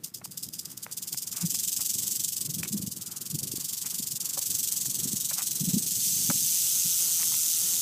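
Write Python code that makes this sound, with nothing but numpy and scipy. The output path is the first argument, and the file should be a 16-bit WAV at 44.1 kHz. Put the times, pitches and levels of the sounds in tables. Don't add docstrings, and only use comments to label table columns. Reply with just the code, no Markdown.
import sys
import numpy as np
from scipy import signal
from scipy.fft import rfft, irfft
from scipy.io import wavfile
from scipy.ndimage import uniform_filter1d

SR = 44100
rng = np.random.default_rng(int(sys.argv[2]) if len(sys.argv) > 2 else 0)


def master_out(mix):
    frames = np.transpose(np.atleast_2d(mix))
    ceiling = np.clip(frames, -1, 1)
    pcm = np.round(ceiling * 32767).astype(np.int16)
    wavfile.write(sys.argv[1], SR, pcm)


N = 344421
TIME = np.arange(N) / SR
EDGE_HZ = 15480

# t/s, force at top/dB, half length/s, force of the segments settling after it/dB
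TAIL_FLICKS = [(0.044, -30, 0.003, -40), (0.146, -30.5, 0.0024, -40.5), (0.251, -34.5, 0.0044, -49.5),
               (0.319, -41, 0.0053, -47.5), (0.378, -32, 0.0031, -42), (0.436, -31.8, 0.005, -41),
               (0.488, -36.5, 0.0013, -53), (0.54, -35.5, 0.0058, -41.5), (0.594, -31, 0.0038, -41),
               (0.656, -33, 0.0028, -46.5), (0.714, -41.5, 0.01, -51), (0.777, -34.5, 0.0029, -49),
               (0.836, -34.5, 0.0059, -49.5)]
# t/s, rate/(strokes/s)
STROKE_RATE = [(0.908, 18.74), (1.2, 20.55), (1.5, 22.45), (2.33, 23.72), (2.72, 21.27), (3.11, 19.82),
               (3.38, 23.63), (3.86, 23.13), (4.0, 24.64), (4.22, 20.52), (4.27, 24.26), (4.96, 21.75),
               (5.07, 23.81), (5.6, 22.11), (6.05, 23.29)]
# t/s, level at top of stroke/dB, dip between strokes/dB
SHAKE_EFFORT = [(0.91, -35, 24), (1.22, -30, 14.5), (1.26, -32.5, 19.1), (1.56, -26.5, 11.6),
                (2.09, -26, 11), (2.49, -29, 16.5), (3.09, -35, 18), (3.39, -30, 20.5), (3.64, -29.5, 12),
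                (4.19, -30, 15.5), (4.5, -26.6, 11.5), (5.46, -27.5, 11), (5.88, -26, 8.5),
                (6.05, -26.5, 0.1)]
STROKE_SHAPE = [(0, 1), (.07, .88), (.19, .15), (.3, 0), (.42, .04), (.62, .35), (.85, .85), (1, 1)]
# t/s, extra dip/dB
TAIL_STALLS = [(1.712, 3.5), (2.187, 4.5), (2.483, 12), (2.618, 1), (3.197, 6), (3.85, 4), (4.191, 17)]
# t/s, level/dB
BUZZ_LEVEL = [(6.05, -26), (6.182, -27), (6.598, -25.5), (7.81, -26.5)]
# t/s, rate/(knocks/s), timing spread/interval, share of power in knocks/1
SEGMENT_KNOCKS = [(0, 143, 0.3, 0.73), (1.5, 139, 0.19, 0.54), (5.8, 151, 0.21, 0.47),
                  (6.12, 170, .15, 0.29), (6.4, 166, .08, 0.58), (6.67, 184, 0.067, 0.52),
                  (7.03, 174, 0.05, 0.62), (7.39, 160, 0.035, 0.65), (7.8, 170, 0.062, 0.58)]
# t/s, peak force/dB
RATTLE_SNAPS = [(0.914, -33), (1.176, -27), (1.276, -30), (2.418, -30), (1.684, -30), (3.39, -28),
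                (4.074, -25), (4.204, -28), (4.392, -19), (4.724, -23), (5.17, -28), (6.588, -27),
                (7.504, -26)]
# f/Hz, relative density/dB per Hz
SEGMENT_COLOUR = [(500, -62), (1500, -30.5), (2300, -21), (2900, -12.5), (3550, -9), (4250, -9),
                  (5500, -2.5), (7200, 0.6), (8800, -1.5), (10500, -4), (12400, -4), (13300, -2.5),
                  (14700, -3.5), (15400, -11)]
# t/s, low f/Hz, boost/dB, middle f/Hz, boost/dB, high f/Hz, boost/dB
SEGMENT_RINGS = [(.6, 4930, 7.5, 6440, -0.5, 6860, -0.8), (2, 4900, 1.5, 6360, 2.5, 7900, 5),
                 (3.5, 4620, 4.5, 6000, -1, 7500, -1), (4.6, 4700, 1.5, 6250, 2.5, 7900, 3.5),
                 (5.4, 3850, 3, 6250, 3, 8000, 4), (6.3, 4640, 2.5, 6150, 5.5, 8050, 3),
                 (7.2, 5760, 0, 6250, 3.5, 8000, 0.5)]
# t/s, level at peak/dB, half length to 1/e power/s
WIND_GUSTS = [(.48, -54, 0.045), (1.465, -54, .08), (2.08, -52, 0.13), (2.692, -44, .19), (3.445, -46, .12),
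              (4.044, -54.5, 0.13), (4.523, -50, 0.033), (5.016, -46.5, 0.15), (5.723, -44, 0.14),
              (6.188, -47.5, 0.23)]
# t/s, level at peak/dB, mean f/Hz, half length before stretch/s
EDDY_THUMPS = [(1.448, -27.5, 173.5, 0.013), (1.961, -39.5, 147, 0.0041), (2.497, -37.5, 159.6, 0.01),
               (2.573, -33, 170, 0.004), (2.75, -27.5, 202, 0.014), (2.801, -28, 239, 0.0019),
               (2.841, -32.5, 190, 0.0094), (2.88, -31, 169, 0.0034), (3.351, -28.5, 174.3, 0.0084),
               (3.435, -33.5, 166, 0.0039), (3.54, -32, 219, 0.0016), (3.583, -35, 256, 0.0014),
               (4.001, -34.5, 189, 0.0034), (5.057, -32, 219, 0.0034), (5.139, -29, 190, 0.0049),
               (5.615, -29, 176.3, 0.007), (5.638, -31, 183, 0.0047), (5.684, -25, 191.5, 0.0078),
               (5.744, -20.5, 215, 0.0061), (5.771, -24, 203.4, 0.009), (6.295, -26.5, 214.5, 0.0027),
               (6.306, -24, 193.6, 0.0036), (6.859, -39.5, 166.3, 0.0068)]
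# f/Hz, relative density/dB per Hz
RUMBLE_COLOUR = [(25, -5.5), (45, -15), (65, -19), (90, -3), (165, 3.5), (240, -3.5), (340, -8.5),
                 (480, -17), (700, -26), (1500, -34)]
# f/Hz, relative density/dB per Hz
BUFFET_COLOUR = [(50, -26), (100, 0), (160, 3), (300, 2), (400, -7), (520, -20), (800, -36), (2000, -62)]
# t/s, level/dB, centre f/Hz, half length/s
DRY_SCUFFS = [(0.217, -48, 970, 0.0026), (0.256, -45, 1317, 0.0017), (0.866, -37, 950, 0.0015),
              (1.145, -42, 1680, 0.0013), (1.388, -51.5, 1500, 0.048), (1.549, -42, 1730, 0.0015),
              (1.804, -49.5, 1260, 0.0083), (2.633, -27.5, 2040, 0.00069), (2.654, -44.5, 2021, 0.0063),
              (3.86, -50.5, 1700, 0.016), (4.376, -49, 850, 0.007), (4.858, -45.5, 1606, 0.0015),
              (5.315, -44.5, 1320, 0.0076), (5.394, -42.5, 1350, 0.015), (6.302, -24.5, 1740, 0.00081),
              (6.31, -38, 1250, 0.0023), (7.204, -49, 1520, 0.014), (7.231, -36, 1988, 0.0014),
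              (7.32, -44, 1220, 0.002), (7.343, -41, 1981, 0.0019)]
# f/Hz, gain/dB
SCUFF_COLOUR = [(300, -1), (700, 2.5), (1080, 2), (1650, -3.5), (2400, 2.5), (3200, -2), (6000, -6)]
# t/s, drive level/dB
CASING_KNOCKS = [(.867, -59), (2.634, -44), (4.374, -35), (4.383, -40), (5.315, -41), (6.302, -32),
                 (6.309, -33)]
# f/Hz, relative level/dB, t60/s
CASING_MODES = [(345, -10, 0.051), (564, 7, 0.032), (800, 3, 0.031), (960, 2.5, 0.033), (1440, -6, 0.021),
                (1700, -2, 0.03), (2340, -4, .02)]
# f/Hz, relative density/dB per Hz
AIR_COLOUR = [(200, -3), (450, 2.5), (620, -5.5), (780, -1.5), (950, -1), (1090, -1.5), (1220, -1),
              (1370, -1.5), (1650, -3.5), (3000, -6.5), (8000, -6.5), (15500, -6)]
# t/s, mean level/dB
AIR_LEVEL_CURVE = [(0, -63), (1, -57.5), (2.9, -63.5), (3.1, -52), (3.35, -58), (4.2, -55.5), (6.4, -57.5),
                   (6.9, -52)]
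# start/s, end/s, centre f/Hz, width/Hz, level/dB
FAR_WHINES = [(1.9, 7, 1087, 22, -75.5), (3, 3.25, 1340, 350, -65), (6.6, 8.7, 1370, 278, -64)]


def gain_of(db):
    return 10 ** (np.asarray(db) / 20)


def evened(x):
    return x / np.sqrt(np.mean(x ** 2) + 1e-20)


def follow(rows, t_s=TIME):
    row_s, *columns = np.transpose(rows)
    return [np.interp(t_s, row_s, column) for column in columns]


def read(points, hz):
    point_hz, db = np.transpose(points)
    return np.interp(np.log(hz + 1), np.log(point_hz + 1), db)


def hiss(spectrum):
    hz = np.fft.rfftfreq(N, 1 / SR)
    bins = rfft(rng.standard_normal(N)) * gain_of(read(spectrum, hz))
    return evened(irfft(bins, N))


def wander(hz):
    low_pass = np.exp(-(np.fft.rfftfreq(N, 1 / SR) / hz) ** 2)
    return evened(irfft(rfft(rng.standard_normal(N)) * low_pass, N))


def add(mix, centre_s, sound):
    start = round(centre_s * SR) - len(sound) // 2
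    sound = sound[max(-start, 0):]
    part = mix[max(start, 0):][:len(sound)]
    part += sound[:len(part)]


def rattle(ticks_per_s=9000, spread_db=1.5, blur=0.36, snap_s=0.00059):
    ticks = rng.choice([-1, 1], N) * (rng.random(N) < ticks_per_s / SR)
    ticks = ticks * gain_of(spread_db * np.minimum(rng.exponential(1, N), 3))
    contacts = np.sqrt(1 - blur) * evened(ticks) + np.sqrt(blur) * rng.standard_normal(N)
    force = tail_motion() * knocks()
    for s, db in RATTLE_SNAPS:
        force += gain_of(db) * np.exp(-abs(TIME - s) / snap_s)
    return segment_colour(contacts * force)


def segment_colour(source, patchy_db=0.95, sway=0.013, ring_width_hz=240):
    hz, t_s, bins = signal.stft(source, SR, nperseg=512, noverlap=384)
    patches = uniform_filter1d(rng.standard_normal(bins.shape), size=4, axis=0)
    patches = uniform_filter1d(patches, size=16, axis=1)
    colour_db = read(SEGMENT_COLOUR, hz)[:, None] + patchy_db * evened(patches)
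    rings = follow(SEGMENT_RINGS, t_s)
    for ring_hz, ring_db in zip(rings[::2], rings[1::2]):
        ring_hz = ring_hz * (1 + sway * np.interp(t_s, TIME, wander(hz=14)))
        offset = (hz[:, None] - ring_hz) / ring_width_hz
        colour_db = colour_db + ring_db * np.exp(-.5 * offset ** 2)
    colour = gain_of(colour_db)
    colour /= np.sqrt(np.mean(colour[hz < EDGE_HZ] ** 2, axis=0) * EDGE_HZ / hz[-1])
    return signal.istft(bins * colour, SR, nperseg=512, noverlap=384)[1][:N]


def tail_motion(settle_s=0.028, edge=2.2, lead=1.34, handover_s=.012):
    flicks = np.zeros(N)
    u_s = np.arange(-SR // 8, SR // 8) / SR
    for s, db, half_s, settle_db in TAIL_FLICKS:
        rise = abs(u_s / (lead * half_s)) ** edge
        fall = .5 * (u_s / half_s) ** 2
        swing = np.exp(-np.where(u_s < 0, rise, fall))
        settling = (u_s > 0) * np.exp(-(u_s / settle_s) ** 2)
        add(flicks, s, gain_of(db) ** 2 * swing + gain_of(settle_db) ** 2 * settling)
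    buzzing = .5 + .5 * np.tanh((TIME - BUZZ_LEVEL[0][0]) / handover_s)
    buzz = buzzing * gain_of(follow(BUZZ_LEVEL)[0]) ** 2
    return np.sqrt(flicks + (1 - buzzing) * strokes() ** 2 + buzz)


def strokes(stall_s=0.0092, uneven_db=0.73, brisk_per_s=21.74, slap_db=1.04, slap_at=.3, slap_width=0.096):
    rate_per_s, = follow(STROKE_RATE)
    top_db, dip_db = follow(SHAKE_EFFORT)
    shaking = TIME >= STROKE_RATE[0][0]
    phase = np.cumsum(rate_per_s * shaking) / SR % 1
    level_db = top_db - np.maximum(dip_db, 0) * follow(STROKE_SHAPE, phase)[0]
    level_db += uneven_db * wander(hz=13)
    slowness_per_s = np.maximum(brisk_per_s - rate_per_s, 0)
    level_db += slap_db * slowness_per_s * np.exp(-((phase - slap_at) / slap_width) ** 2)
    for s, db in TAIL_STALLS:
        level_db -= db * np.exp(-((TIME - s) / stall_s) ** 2)
    return shaking * gain_of(level_db)


def knocks(clatter_s=0.0022, spread_db=1.0):
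    rate_per_s, uneven, share = follow(SEGMENT_KNOCKS)
    at = np.flatnonzero(np.diff(np.floor(np.cumsum(rate_per_s) / SR)))
    late, force = rng.standard_normal((len(at), 2)).T
    interval = SR / rate_per_s[at]
    moved = np.clip(at + late * uneven[at] * interval, 0, N - 1).astype(int)
    blows = np.bincount(moved, gain_of(spread_db * force) ** 2 * interval, N)
    keep = np.exp(-1 / (clatter_s * SR))
    power = signal.lfilter([1 - keep], [1, -keep], blows)
    share = np.clip(share, 0, 1)
    power = 1 - share + share * power / power.mean()
    return np.sqrt(power / uniform_filter1d(power, size=900))


def wind(breeze_db=-54.5, fall_db_per_s=0.15, lumps_db=2.5, small_db=-3.5):
    breeze = gain_of(breeze_db - fall_db_per_s * TIME) ** 2
    gusting = np.zeros(N)
    for s, db, half_s in WIND_GUSTS:
        gusting += gain_of(db) ** 2 * np.exp(-((TIME - s) / half_s) ** 2)
    rumble = hiss(RUMBLE_COLOUR) * np.sqrt(breeze + gusting) * gain_of(lumps_db * wander(hz=28.2))
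    return rumble + gain_of(small_db) * np.sqrt(gusting) * small_eddies() + thumps()


def thumps(edge_db=-11.0, stretch=0.9, waver=0.13):
    tones, eddies = np.zeros(N), np.zeros(N)
    u_s = np.arange(-SR // 16, SR // 16) / SR
    drift = wander(hz=115)
    for s, db, hz, half_s in EDDY_THUMPS:
        local_drift = drift[round(s * SR):][:len(u_s)]
        turns = rng.random() + np.cumsum(hz * (1 + waver * local_drift)) / SR
        push = gain_of(db) * np.exp(-.5 * (u_s / (half_s * stretch)) ** 2)
        add(tones, s, push * np.sqrt(2) * np.sin(2 * np.pi * turns))
        add(eddies, s, push)
    return tones + gain_of(edge_db) * eddies * hiss(BUFFET_COLOUR)


def small_eddies(per_s=22, centre_hz=160, half_s=0.0037, spread_db=4.5):
    u_s = np.arange(-SR // 32, SR // 32) / SR
    puff = np.exp(-.5 * (u_s / half_s) ** 2) * np.sin(2 * np.pi * centre_hz * u_s)
    arrivals = (rng.random(N) < per_s / SR) * gain_of(spread_db * rng.uniform(-1, 1, N))
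    return evened(signal.oaconvolve(arrivals, puff, "same"))


def scuffs(width_octaves=0.85, after_db=-13.5, trail=5.4, grit_db=4.5):
    out = np.zeros(N)
    u_s = np.arange(-SR // 16, SR // 16) / SR
    hz = np.fft.rfftfreq(len(u_s), 1 / SR)
    grit = rng.standard_normal(N) * gain_of(grit_db * wander(hz=453))
    for s, db, centre_hz, half_s in DRY_SCUFFS:
        tail = (u_s > 0) * np.exp(-abs(u_s) / (trail * half_s))
        shape = np.exp(-.5 * (u_s / half_s) ** 2) + gain_of(after_db) * tail
        octaves = np.log2((hz + 1) / centre_hz)
        colour = np.exp(-.5 * (octaves / width_octaves) ** 2) * gain_of(read(SCUFF_COLOUR, hz))
        crunch = irfft(rfft(shape * grit[round(s * SR):][:len(u_s)]) * colour, len(u_s))
        add(out, s, gain_of(db) * crunch * np.linalg.norm(shape) / np.linalg.norm(crunch))
    return out


def bumps(rise_s=0.00032):
    out = np.zeros(N)
    u_s = np.maximum(np.arange(-SR // 16, SR // 16) / SR, 0)
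    for s, db in CASING_KNOCKS:
        ring = np.zeros(len(u_s))
        for hz, mode_db, t60_s in CASING_MODES:
            turns = hz * u_s + rng.random() / (2 * np.pi)
            ring += gain_of(mode_db - 60 * u_s / t60_s) * np.sin(2 * np.pi * turns)
        add(out, s, gain_of(db) * .5 * ring * (1 - np.exp(-u_s / rise_s)))
    return out


def air(swell_db=2.5):
    return hiss(AIR_COLOUR) * gain_of(follow(AIR_LEVEL_CURVE)[0] + swell_db * wander(hz=12.0))


def whines():
    out = np.zeros(N)
    for start_s, end_s, hz, width_hz, db in FAR_WHINES:
        fade_s = [start_s - .05, start_s + .05, end_s - .05, end_s + .05]
        fade = np.interp(TIME, fade_s, [0, 1, 1, 0])
        angle = 2 * np.pi * hz * TIME
        tone = wander(width_hz / 2) * np.cos(angle) + wander(width_hz / 2) * np.sin(angle)
        out += gain_of(db) * fade * tone
    return out


def scene():
    return (rattle() + wind() + scuffs() + bumps() + air() + whines())[None]


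def record(dry, low_cut_hz=62):
    hz = np.fft.rfftfreq(N, 1 / SR)
    thinned = irfft(rfft(dry) / np.sqrt(1 + (low_cut_hz / (hz + 1)) ** 6), N)
    band_limit = signal.firwin(511, EDGE_HZ, window=("kaiser", 8), fs=SR)
    return signal.oaconvolve(thinned, band_limit[None], "same")


dry = scene()
out = record(dry)
master_out(out)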